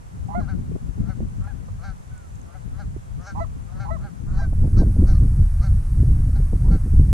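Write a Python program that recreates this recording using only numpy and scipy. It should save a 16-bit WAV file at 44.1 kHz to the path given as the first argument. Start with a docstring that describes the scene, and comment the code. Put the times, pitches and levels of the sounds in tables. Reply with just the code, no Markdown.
"""Low wind rumbles over a frozen stubble field, then two goose callers trade honks; one thin call
comes from far off. Each honk is a blown reed that growls low, then breaks up to about four times the
pitch, coloured by the resonances of barrel and hand. Dry stalks tick, and turbulence buffets a small
camera; as a gust hits, it fades from its wide microphone pair to one exposed, hissier microphone."""
import sys
import numpy as np
from scipy import signal
from scipy.fft import rfft, irfft, next_fast_len
from scipy.io import wavfile
from scipy.ndimage import uniform_filter1d

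SR = 44100
rng = np.random.default_rng(int(sys.argv[2]) if len(sys.argv) > 2 else 0)


def master_out(mix):
    """Clip the mix to full scale and print it as 16-bit PCM to the path in sys.argv[1]."""
    frames = np.transpose(np.atleast_2d(mix))
    ceiling = np.clip(frames, -1, 1)
    pcm = np.round(ceiling * 32767).astype(np.int16)
    wavfile.write(sys.argv[1], SR, pcm)


N = 314419
T = np.arange(N) / SR

# fade to the single microphone: t/s, pair's gain/dB, pair's share of the wind/dB (capped at 0)
MIC_FADE = [(4.2, -3, 2), (4.33, -4, -7), (4.45, -5, -21), (4.55, -10, -22), (4.75, -20, -26),
            (4.97, -23, -33), (5.02, -100, -100)]
# distant noise and self-noise (the pair's mid and side, the single microphone): f/Hz, density/dB
MID_HISS = [(260, 5.5), (450, 3.5), (658, -0.5), (750, 1), (893, 0), (1530, -4), (1830, -6.5), (4790, -14),
            (6130, -14), (9640, -21.5), (12400, -25.5), (13500, -27), (14100, -49), (14700, -57)]
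SIDE_HISS = [(260, -33), (450, 1.5), (1080, -3), (3370, -23), (3790, -28), (6130, -21.5), (7520, -21.5),
             (10200, -24.5), (12000, -30.5), (12900, -32.5), (14700, -67)]
SINGLE_HISS = [(350, -27.5), (600, -2.5), (784, -2), (933, -5.5), (1410, -6.5), (2260, -13.5),
               (3370, -21.5), (5920, -16), (7140, -18), (8620, -12), (9590, -11), (13000, -22),
               (14000, -32), (14700, -57)]
# extra high hiss, about 6-8 kHz, on the right microphone: f/Hz, density/dB
RIGHT_HISS = [(5200, -27), (6000, -1.5), (7800, 0), (9000, -14), (11000, -24.5)]
MID_DB, SIDE_DB, SINGLE_DB, RIGHT_HISS_DB = -55.5, -49, -53.5, -61.5
# stalks ticking in the wind: t/s, level/dB, f/Hz
TICKS = [(.2733, -59, 7430), (.7794, -65, 6480), (1.4396, -51, 7400), (1.6594, -60.5, 5890),
         (2.0757, -55, 7540), (2.1775, -51, 7760), (2.354, -54.5, 7140), (2.4134, -55, 6968),
         (3.0194, -62, 7200), (3.2111, -57, 7132), (4.6977, -53, 6050)]

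# wind on the microphones: t/s, rumble level/dB, flutter minus rumble/dB
WIND = [(0, -38, -15), (.1, -43, -17), (.4, -31, -13), (.75, -31.5, -11.5), (.8, -41, -15), (.89, -37, -14),
        (.95, -43, -15), (1.0, -34, -14), (1.05, -31, -12), (1.4, -32, -18), (1.5, -38, -17.5),
        (1.88, -36, -19.5), (2.05, -40.5, -16), (2.55, -43.5, -15.5), (2.75, -37, -18), (3.05, -38.5, -20),
        (3.2, -44.5, -16), (3.38, -33.5, -16), (3.7, -42.5, -18), (3.95, -33, -14), (4.22, -39, -12),
        (4.39, -15.5, -20.5), (4.52, -18.5, -24), (4.8, -13.5, -15), (5.04, -13, -18), (5.07, -24, -20),
        (5.1, -13, -21), (5.38, -13, -24), (5.5, -22.5, -23.5), (5.72, -14, -25.5), (5.9, -20.5, -23),
        (6.02, -11.5, -17.5), (6.4, -13.5, -27), (6.7, -12, -20), (6.98, -14, -21), (7.13, -13, -20)]
# wind favours one port: t/s, left minus right/dB
WIND_LEAN = [(0.0, 4), (0.55, 7.0), (3.27, 4), (3.31, 7.5), (4.2, 6), (4.5, -2)]
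# turbulence spectra: f/Hz, density/dB
PAIR_RUMBLE = [(8.8, -37), (15, -6), (43, 3.5), (80, 2.5), (124, 1), (220, -16), (290, -42.5), (480, -120)]
SINGLE_RUMBLE = [(8.8, -65), (15, 1.5), (38, 1), (81, -2.5), (140, -11), (174, -21.5), (220, -33),
                 (290, -41.5), (480, -120)]
FLUTTER = [(110, -18), (170, 2), (250, -5.5), (350, -16), (500, -25.5), (800, -41.5), (1500, -52)]
GUSTY_DB, GUSTS_PER_S, FLURRY_DB, FLURRIES_PER_S = 2.5, 26, 4, 32  # random swells of rumble, flutter
SWAY_DB, SWAYS_PER_S = 2.5, 10  # random sway between the ports
SURGE_DB, SURGE_S = 3.5, .023  # the wind surges around each slap
GUST_LIMIT = .77  # the port's pressure swing rounds off here
# eddies that slap the ports: t/s, level/dB, left minus right/dB, spectral reach/Hz
SLAPS = [(.301, -34.5, 20, 350), (.594, -28, 15, 350), (.694, -30, 12, 400), (.715, -23.5, 8, 520),
         (.755, -19, 12, 680), (.905, -33, 5, 600), (.978, -30, 16, 560), (1.0, -35, 10, 450),
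         (1.039, -27.5, 21, 480), (1.1, -23, -3, 400), (1.202, -20.5, -11, 600), (1.223, -23, -13, 480),
         (1.383, -30, -5, 450), (1.406, -29, -14, 380), (2.962, -26, -16, 650), (4.528, -26, 0, 760),
         (4.638, -22, 0, 600), (4.652, -16, 0, 560), (4.675, -21, 0, 560), (4.748, -25, 0, 400),
         (4.776, -15, 0, 480), (4.803, -14.5, 0, 520), (4.816, -11, 0, 700), (4.829, -19, 0, 600),
         (4.963, -20, 0, 600), (4.992, -25, 0, 450), (5.045, -24, 0, 420), (5.111, -18, 0, 500),
         (5.423, -28, 0, 400), (5.998, -22, 0, 480), (6.029, -20, 0, 480), (6.118, -26, 0, 440),
         (6.134, -21, 0, 420), (6.198, -21, 0, 400), (6.289, -22, 0, 440), (6.398, -20, 0, 420),
         (6.529, -20, 0, 600), (6.68, -24, 0, 460), (6.704, -19, 0, 450), (6.731, -25, 0, 480),
         (6.756, -19, 0, 500), (6.873, -26, 0, 420), (6.935, -21, 0, 520), (6.985, -29, 0, 420)]
# a slap's thump and its upper edge: f/reach, density/dB
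SLAP_BODY = [(.2, -4), (.35, 3), (.55, -1), (1.05, -20), (1.6, -36)]
SLAP_EDGE = [(.4, -8), (.7, -3), (1.1, -12), (1.7, -24), (2.6, -40)]
SLAP_BODY_S, SLAP_EDGE_S, SLAP_EDGE_DB = .006, .0025, -11

# barrel resonances of each caller, in the honk and in the growl: f/Hz, level/dB
FRONT_HONK = [(400, -16), (600, -6.5), (800, 1), (1000, -15), (1200, -3.5), (1400, -3.5), (1600, -3),
              (1900, -18), (2200, -16.5), (2350, -25), (2550, -24), (2900, -31), (3400, -35)]
FRONT_GROWL = [(400, -18.5), (700, -2), (1000, -10.5), (1400, 0.5), (1800, -13.5), (2400, -26), (3300, -36)]
RIGHT_HONK = [(400, -2), (690, 1), (1100, 7.5), (1400, -10), (2050, -16), (2700, -50), (3500, -52),
              (4030, -32), (4250, -52)]
RIGHT_GROWL = [(450, -32), (680, -24.5), (820, -5), (940, 3), (1080, -3.5), (1230, -12), (1500, -39),
               (2050, -34), (2500, -40), (3300, -59)]
FAR_HONK = [(400, -30), (800, -14), (1300, -4), (1600, -3), (1900, -16), (3300, -30)]
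# bright bite of the reed's edge: f/Hz, level/dB
REED_BITE = [(3400, -38), (3900, -20), (4300, -13), (4750, -20.5), (5200, -23.5), (6200, -20.5),
             (7000, -32.5), (8000, -38.5)]
# lines 0, 1/4, 1/2 and 3/4 of the way from one honk harmonic to the next: level/dB
BUZZ_DB = [0, -3.5, -8, 3.5]
# the housing shades the left port from the right caller: f/Hz, left minus right/dB, left lag/rad
HOUSING_SHADOW = [(300, -3, .7), (680, -5.5, 1.6), (860, -12.5, 2.45), (1350, -14, 3.8), (2050, -17, 4.9),
                  (4000, -8, 7.8), (9000, -8, 17)]
# calls: caller, break t/s, growl length/s, honk length/s, growl f/Hz, honk f/Hz, closing fall/fraction,
# growl level/dB, honk level/dB, then relative levels: buzz/dB, bite/dB, sheen/dB, crack/dB
HONKS = [("right", .351, .068, .064, 171, 716, 0.184, -31.5, -25.5, -32, -42, 0, -17),
         ("front", .404, .021, .067, 199.7, 837, .17, -45, -46.5, -3.5, -3.5, -5, -13),
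         ("front", .49, .03, .056, 178, 780, .1, -47, -41, -4.5, -7, -4, -15),
         ("front", 1.091, .086, .049, 172.3, 766, .07, -55.5, -46.5, 2, -11.5, 4.5, -13),
         ("front", 1.478, .08, .056, 203, 848, .17, -49, -42.5, -15, -15, 0, -5),
         ("right", 1.685, .008, .012, 180, 700, .1, -48, -46, 3, -10, 0, -13),
         ("front", 1.839, .063, .09, 175.3, 795, 0.083, -52.5, -40.5, -3.5, -3, 0, -13),
         ("far", 2.114, .03, .175, 181, 752, .17, -61, -51.5, -17, -18, 0, -13),
         ("front", 2.549, .105, .037, 177.2, 764, .1, -55, -50, -1.5, -15, 0, -13),
         ("front", 2.796, .08, .048, 194.8, 834, .2, -52, -43.5, -2, -4, -2, -13),
         ("front", 3.266, .087, .066, 182.8, 804, .04, -47, -38, -2, -10, 15, -14),
         ("right", 3.405, .059, .044, 169, 673, 0.2, -29, -28, -30, -30, 12, -15),
         ("front", 3.8, .135, 0.069, 190, 797, .08, -51.5, -40, -1.3, -5, 1, -13),
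         ("right", 3.908, .064, .06, 174.7, 665, 0.16, -32.5, -29, -32, -34, 0, -13),
         ("front", 4.039, 0.07, 0.0613, 170, 830, 0.196, -51, -46.5, -0.92, -9, -4, -13),
         ("front", 4.394, .135, .078, 190, 800, .07, -47.5, -36, -20, -1, 1, -10),
         ("right", 4.418, .048, .04, 173, 680, .14, -40, -36.5, -22, -27, 0, -13),
         ("front", 4.794, .045, .052, 194, 800, .08, -43, -40, -16, 5, 3, -13),
         ("front", 5.082, .034, .067, 160, 783, .12, -48, -43.5, -1.7, -1, 7.5, -13),
         ("front", 5.153, .021, .042, 168.7, 614, .06, -44.5, -45, -10, -1, 3, -13),
         ("front", 5.636, .045, 0.0604, 175.7, 787, 0.086, -45, -43, 1, -4, 4, -13),
         ("front", 6.36, .017, .04, 177, 823, .1, -48, -45, -1, -1, -4, -13),
         ("right", 6.697, .062, .015, 197, 675, .21, -47, -57, -48, -14, 0, -13),
         ("front", 6.716, .029, .067, 190, 790, .08, -49, -42.5, -1, -2, -2, -15)]
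# ways of blowing: hand opening/fraction, scoop/fraction, sag exponent, swell/dB, thinning/(dB per dB)
FRONT_STYLE, RIGHT_STYLE = (.12, .012, 1.9, 8, .9), (.2, .1, 6.5, 4, 0)
FAR_STYLE = (.12, .012, 1.9, 8, 0)
FULL_CHEST_DB = -44  # above this level, thinning weakens a honk's lowest lines
INPUT_DB, TOP_HZ = -.4, 14900
ANTIPHASE = np.array([[1], [-1]])  # opposite signs on left and right


def undb(db):
    """Amplitude ratio of a level in decibels."""
    return 10 ** (np.asarray(db) / 20)


def colour_db(table, hz):
    """Spectral envelope interpolated on a log-frequency axis; silence outside it."""
    f, db = np.transpose(table)
    return np.interp(np.log(hz + 1), np.log(f), db, left=-120, right=-120)


def noise(table, count=1, size=N):
    """Spectral shaping of white noise: uncorrelated signals of one colour, rms 1."""
    fast = next_fast_len(size)
    gain = undb(colour_db(table, np.arange(fast // 2 + 1) * SR / fast))
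    shaped = irfft(rfft(rng.standard_normal((count, fast))) * gain, fast)
    return shaped[:, :size] / shaped.std(axis=1, keepdims=True)


def walk(rate, size=N, count=1):
    """Random modulation: values held 1 / rate seconds and smoothed twice; spread near 1."""
    hold = int(SR / rate)
    held = np.repeat(rng.standard_normal((count, size // hold + 1)), hold, axis=1)
    return 1.585 * uniform_filter1d(uniform_filter1d(held, hold), hold)[:, :size]


def add(out, start_s, sound, pan_db):
    """Superposition: mix a sound in, with a left minus right level difference."""
    i = int(start_s * SR)
    sound = sound[..., :N - i]
    out[:, i:i + sound.shape[-1]] += sound * undb(ANTIPHASE * pan_db / 2)


def hiss(pair):
    """Noise floor: distant noise, self-noise and extra high hiss on the right add incoherently."""
    wide = undb(MID_DB) * noise(MID_HISS) + undb(SIDE_DB) * noise(SIDE_HISS) * ANTIPHASE
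    wide[1] += undb(RIGHT_HISS_DB + 1.1 * walk(14)[0]) * noise(RIGHT_HISS)[0]
    return pair * wide + (1 - pair) * undb(SINGLE_DB) * noise(SINGLE_HISS)


def stalk_ticks(pair):
    """Friction: a dry stalk to the right scrapes, giving a few milliseconds of narrow-band noise."""
    out, swell = np.zeros((2, N)), np.hanning(int(.005 * SR))
    for s, db, hz in TICKS:
        band = [(.75 * hz, -30), (.93 * hz, 0), (1.0637 * hz, -2), (1.3 * hz, -30)]
        scrape = noise(band, size=len(swell))[0]
        add(out, s, undb(db) * swell ** 2 * scrape, pan_db=-17 * pair[int(s * SR)])
    return out


def wind(share):
    """Turbulent pressure: each port has its own rumble and its own quick bursts of flutter."""
    times, *levels = np.transpose(WIND)
    rumble_db, flutter_db = (np.interp(T, times, db) for db in levels)
    surge = np.minimum(sum(np.exp(-((T - slap[0]) / SURGE_S) ** 2) for slap in SLAPS), 1)
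    rumble_db = rumble_db + SURGE_DB * surge + GUSTY_DB * walk(GUSTS_PER_S)[0]
    lean_db = np.interp(T, *np.transpose(WIND_LEAN)) + SWAY_DB * walk(SWAYS_PER_S)[0]
    rumble = np.vstack([noise(PAIR_RUMBLE, count=2), noise(SINGLE_RUMBLE)])
    rumble *= undb(1.5 * walk(20, count=3))
    flutter = noise(FLUTTER, count=3) * undb(flutter_db + FLURRY_DB * walk(FLURRIES_PER_S, count=3))
    left, right, single = (rumble + flutter) * undb(rumble_db)
    # eddies rolling across the housing push one port while they pull the other
    push = undb(-6.5) * (flutter[0] - flutter[1]) * undb(rumble_db) * ANTIPHASE
    ports = np.array([left * undb(lean_db / 2), right * undb(-lean_db / 2)]) * undb(4.5) + push
    return share * ports + np.sqrt(1 - share ** 2) * single


def eddy_slaps(share):
    """Pressure transients: an eddy gives each port its own low thump with a briefer, brighter edge."""
    out, t = np.zeros((2, N)), np.arange(int(.06 * SR)) / SR - .025
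    for s, db, pan_db, reach_hz in SLAPS:
        body = noise(np.multiply(SLAP_BODY, [reach_hz, 1]), count=3, size=len(t))
        edge = noise(np.multiply(SLAP_EDGE, [reach_hz, 1]), count=3, size=len(t))
        burst = body * np.exp(-(t / SLAP_BODY_S) ** 2)
        burst += undb(SLAP_EDGE_DB) * edge * np.exp(-(t / SLAP_EDGE_S) ** 2)
        *ports, single = burst / np.abs(burst).max(axis=1, keepdims=True)
        apart = share[int(s * SR)]
        slap = undb(-3.5) * apart * np.array(ports) + (1 - apart) * single
        add(out, s - .021, undb(db) * slap, apart * pan_db)
    return out


def housing_shadow(sound):
    """Diffraction round the housing: sound from the right reaches the left port weaker and later."""
    hz, db, lag = np.transpose(HOUSING_SHADOW)
    bins = np.arange(513) * SR / 1024
    impulse = irfft(undb(np.interp(bins, hz, db)) * np.exp(-1j * np.interp(bins, hz, lag)))
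    shaded = signal.oaconvolve(sound[0], np.roll(impulse, 512))[512:512 + N]
    return np.array([shaded, sound[1]])


def field_scatter(sound):
    """Scattering: stubble and snow return a short, faint tail behind each call."""
    t = np.arange(int(.12 * SR)) / SR
    impulse = rng.standard_normal((2, len(t))) * np.exp(-t / .025) * undb(-43.5)
    return signal.fftconvolve(sound, impulse, axes=1)[:, :N]


def reed_honk(call, honk_colour, growl_colour, style):
    """Register break: a reed slaps slowly, rich in harmonics, then every fourth harmonic takes over."""
    growl_s, honk_s, growl_hz, honk_hz, fall, *levels = call
    growl_db, honk_db, buzz_db, bite_db, sheen_db, crack_db = levels
    opening, scoop, sag, swell_db, thinning = style
    t = np.arange(int((growl_s + honk_s + .015) * SR)) / SR - growl_s  # zero at the break
    size = len(t)
    broken = np.clip(t / .011 + .5, 0, 1)  # 0 in the growl, 1 in the honk
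    early, late = np.clip(-t / growl_s, 0, 1), np.clip(t / honk_s, 0, 1.05)
    # pressure builds through the growl; the honk scoops up, holds, then sags as the air runs out
    build = (1 - early) ** 1.3
    arch = 1 - scoop * np.exp(-np.maximum(t, 0) / .005) - fall * late ** sag
    hz = (1 - broken) * growl_hz * (1 - .11 * early ** 1.5) + broken * arch * honk_hz / 4
    hz *= 1 + (.011 - .007 * broken) * walk(120, size)[0]
    phase = 2 * np.pi * np.cumsum(hz) / SR
    k = np.arange(2, 42)[:, None]  # harmonic numbers of the slow cycle
    edge = undb(colour_db(REED_BITE, k * hz) + bite_db + sheen_db * (k > 26))
    between_db = np.where(k % 4 == 0, 0, buzz_db + np.array(BUZZ_DB)[k % 4])
    chest_db = thinning * (FULL_CHEST_DB - honk_db) * (k < 5)
    # as the pressure drops, the honk's second harmonic (k = 8) outlasts the lines around it
    dying_db = -late ** sag * 10 * np.abs(np.log2(k / 8))
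    honk = undb(colour_db(honk_colour, k * hz)) + edge
    honk *= undb(honk_db + between_db + chest_db + dying_db)
    # the cupped hand opens during the growl and lifts its resonance
    hand = undb(colour_db(growl_colour, k * hz * (1 + opening * early)))
    growl = (hand + edge * build) * undb(growl_db)
    shimmer = undb((2.5 - broken + k / 40 * undb(buzz_db * broken)) * walk(90, size, count=len(k)))
    lines = np.sin(k * phase + 2 * np.pi * rng.random((len(k), 1)))
    tone = (((1 - broken) * growl + broken * honk) * shimmer * lines).sum(axis=0)
    # air rasps past the reed once per slap, more when the honk buzzes
    effort = (1 - broken) * build * undb(growl_db) + broken * undb(honk_db + buzz_db - 2.1 * late)
    rasp = noise(REED_BITE, size=size)[0] * (1 + np.cos(phase)) * effort
    rasp *= undb(bite_db - 15.5 + sheen_db / 2)
    # the loose reed leaks hoarse air under the growl, then cracks as it jumps to the high note
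    leak = noise(growl_colour, size=size)[0] * (1 - broken) * undb(growl_db - 13)
    crack = noise(honk_colour, size=size)[0] * np.exp(-(t / .007) ** 2) * undb(honk_db + crack_db)
    attack = np.clip((1 - early) * growl_s / (.0028 * swell_db), 0, 1) * undb(-swell_db * early)
    release = np.clip((honk_s + .0099 - t) / .033, 0, 1) * undb(-3 * late ** 2)
    return (tone + rasp + leak + crack) * attack * release


def goose_callers(pair):
    """Level and time differences place the callers ahead and to the right while the pair is open."""
    front, right = np.zeros((2, 2, N))
    voices = {"front": (front, FRONT_HONK, FRONT_GROWL, FRONT_STYLE),
              "right": (right, RIGHT_HONK, RIGHT_GROWL, RIGHT_STYLE),
              "far": (front, FAR_HONK, FRONT_GROWL, FAR_STYLE)}
    for caller, break_s, growl_s, *rest in HONKS:
        track, *voice = voices[caller]
        add(track, break_s - growl_s, reed_honk((growl_s, *rest), *voice), pan_db=0)
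    wide = housing_shadow(right) * undb(2.5)
    ground_bounce = .12 * np.roll(front[0], 60) * ANTIPHASE
    # the front caller stands a little to the right, so the left port hears him a shade later
    skew = -.35 * np.gradient(front[0]) * ANTIPHASE
    space = ground_bounce + skew + field_scatter(front + wide)
    # the single microphone hears the front caller's midrange duller
    midrange = signal.sosfilt(signal.butter(1, [1150, 1800], "bandpass", fs=SR, output="sos"), front)
    spread = pair / pair[0]
    return front - .4 * (1 - pair) * midrange + pair * space + spread * wide + (1 - spread) * right


def scene():
    """Superposition of hiss, softly saturating wind, stalks and calls as the microphones crossfade."""
    times, *fades = np.transpose(MIC_FADE)
    pair, wind_share = (np.minimum(undb(np.interp(T, times, db)), 1) for db in fades)
    floor = hiss(pair)
    gusts = GUST_LIMIT * np.tanh((wind(wind_share) + eddy_slaps(wind_share)) / GUST_LIMIT)
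    return floor + gusts + goose_callers(pair) + stalk_ticks(pair)


def record(dry):
    """Band limiting: the recorder applies a constant gain and a steep low-pass filter."""
    lowpass = signal.ellip(8, .2, 60, TOP_HZ, fs=SR, output="sos")
    return signal.sosfilt(lowpass, undb(INPUT_DB) * dry)


dry = scene()
out = record(dry)
master_out(out)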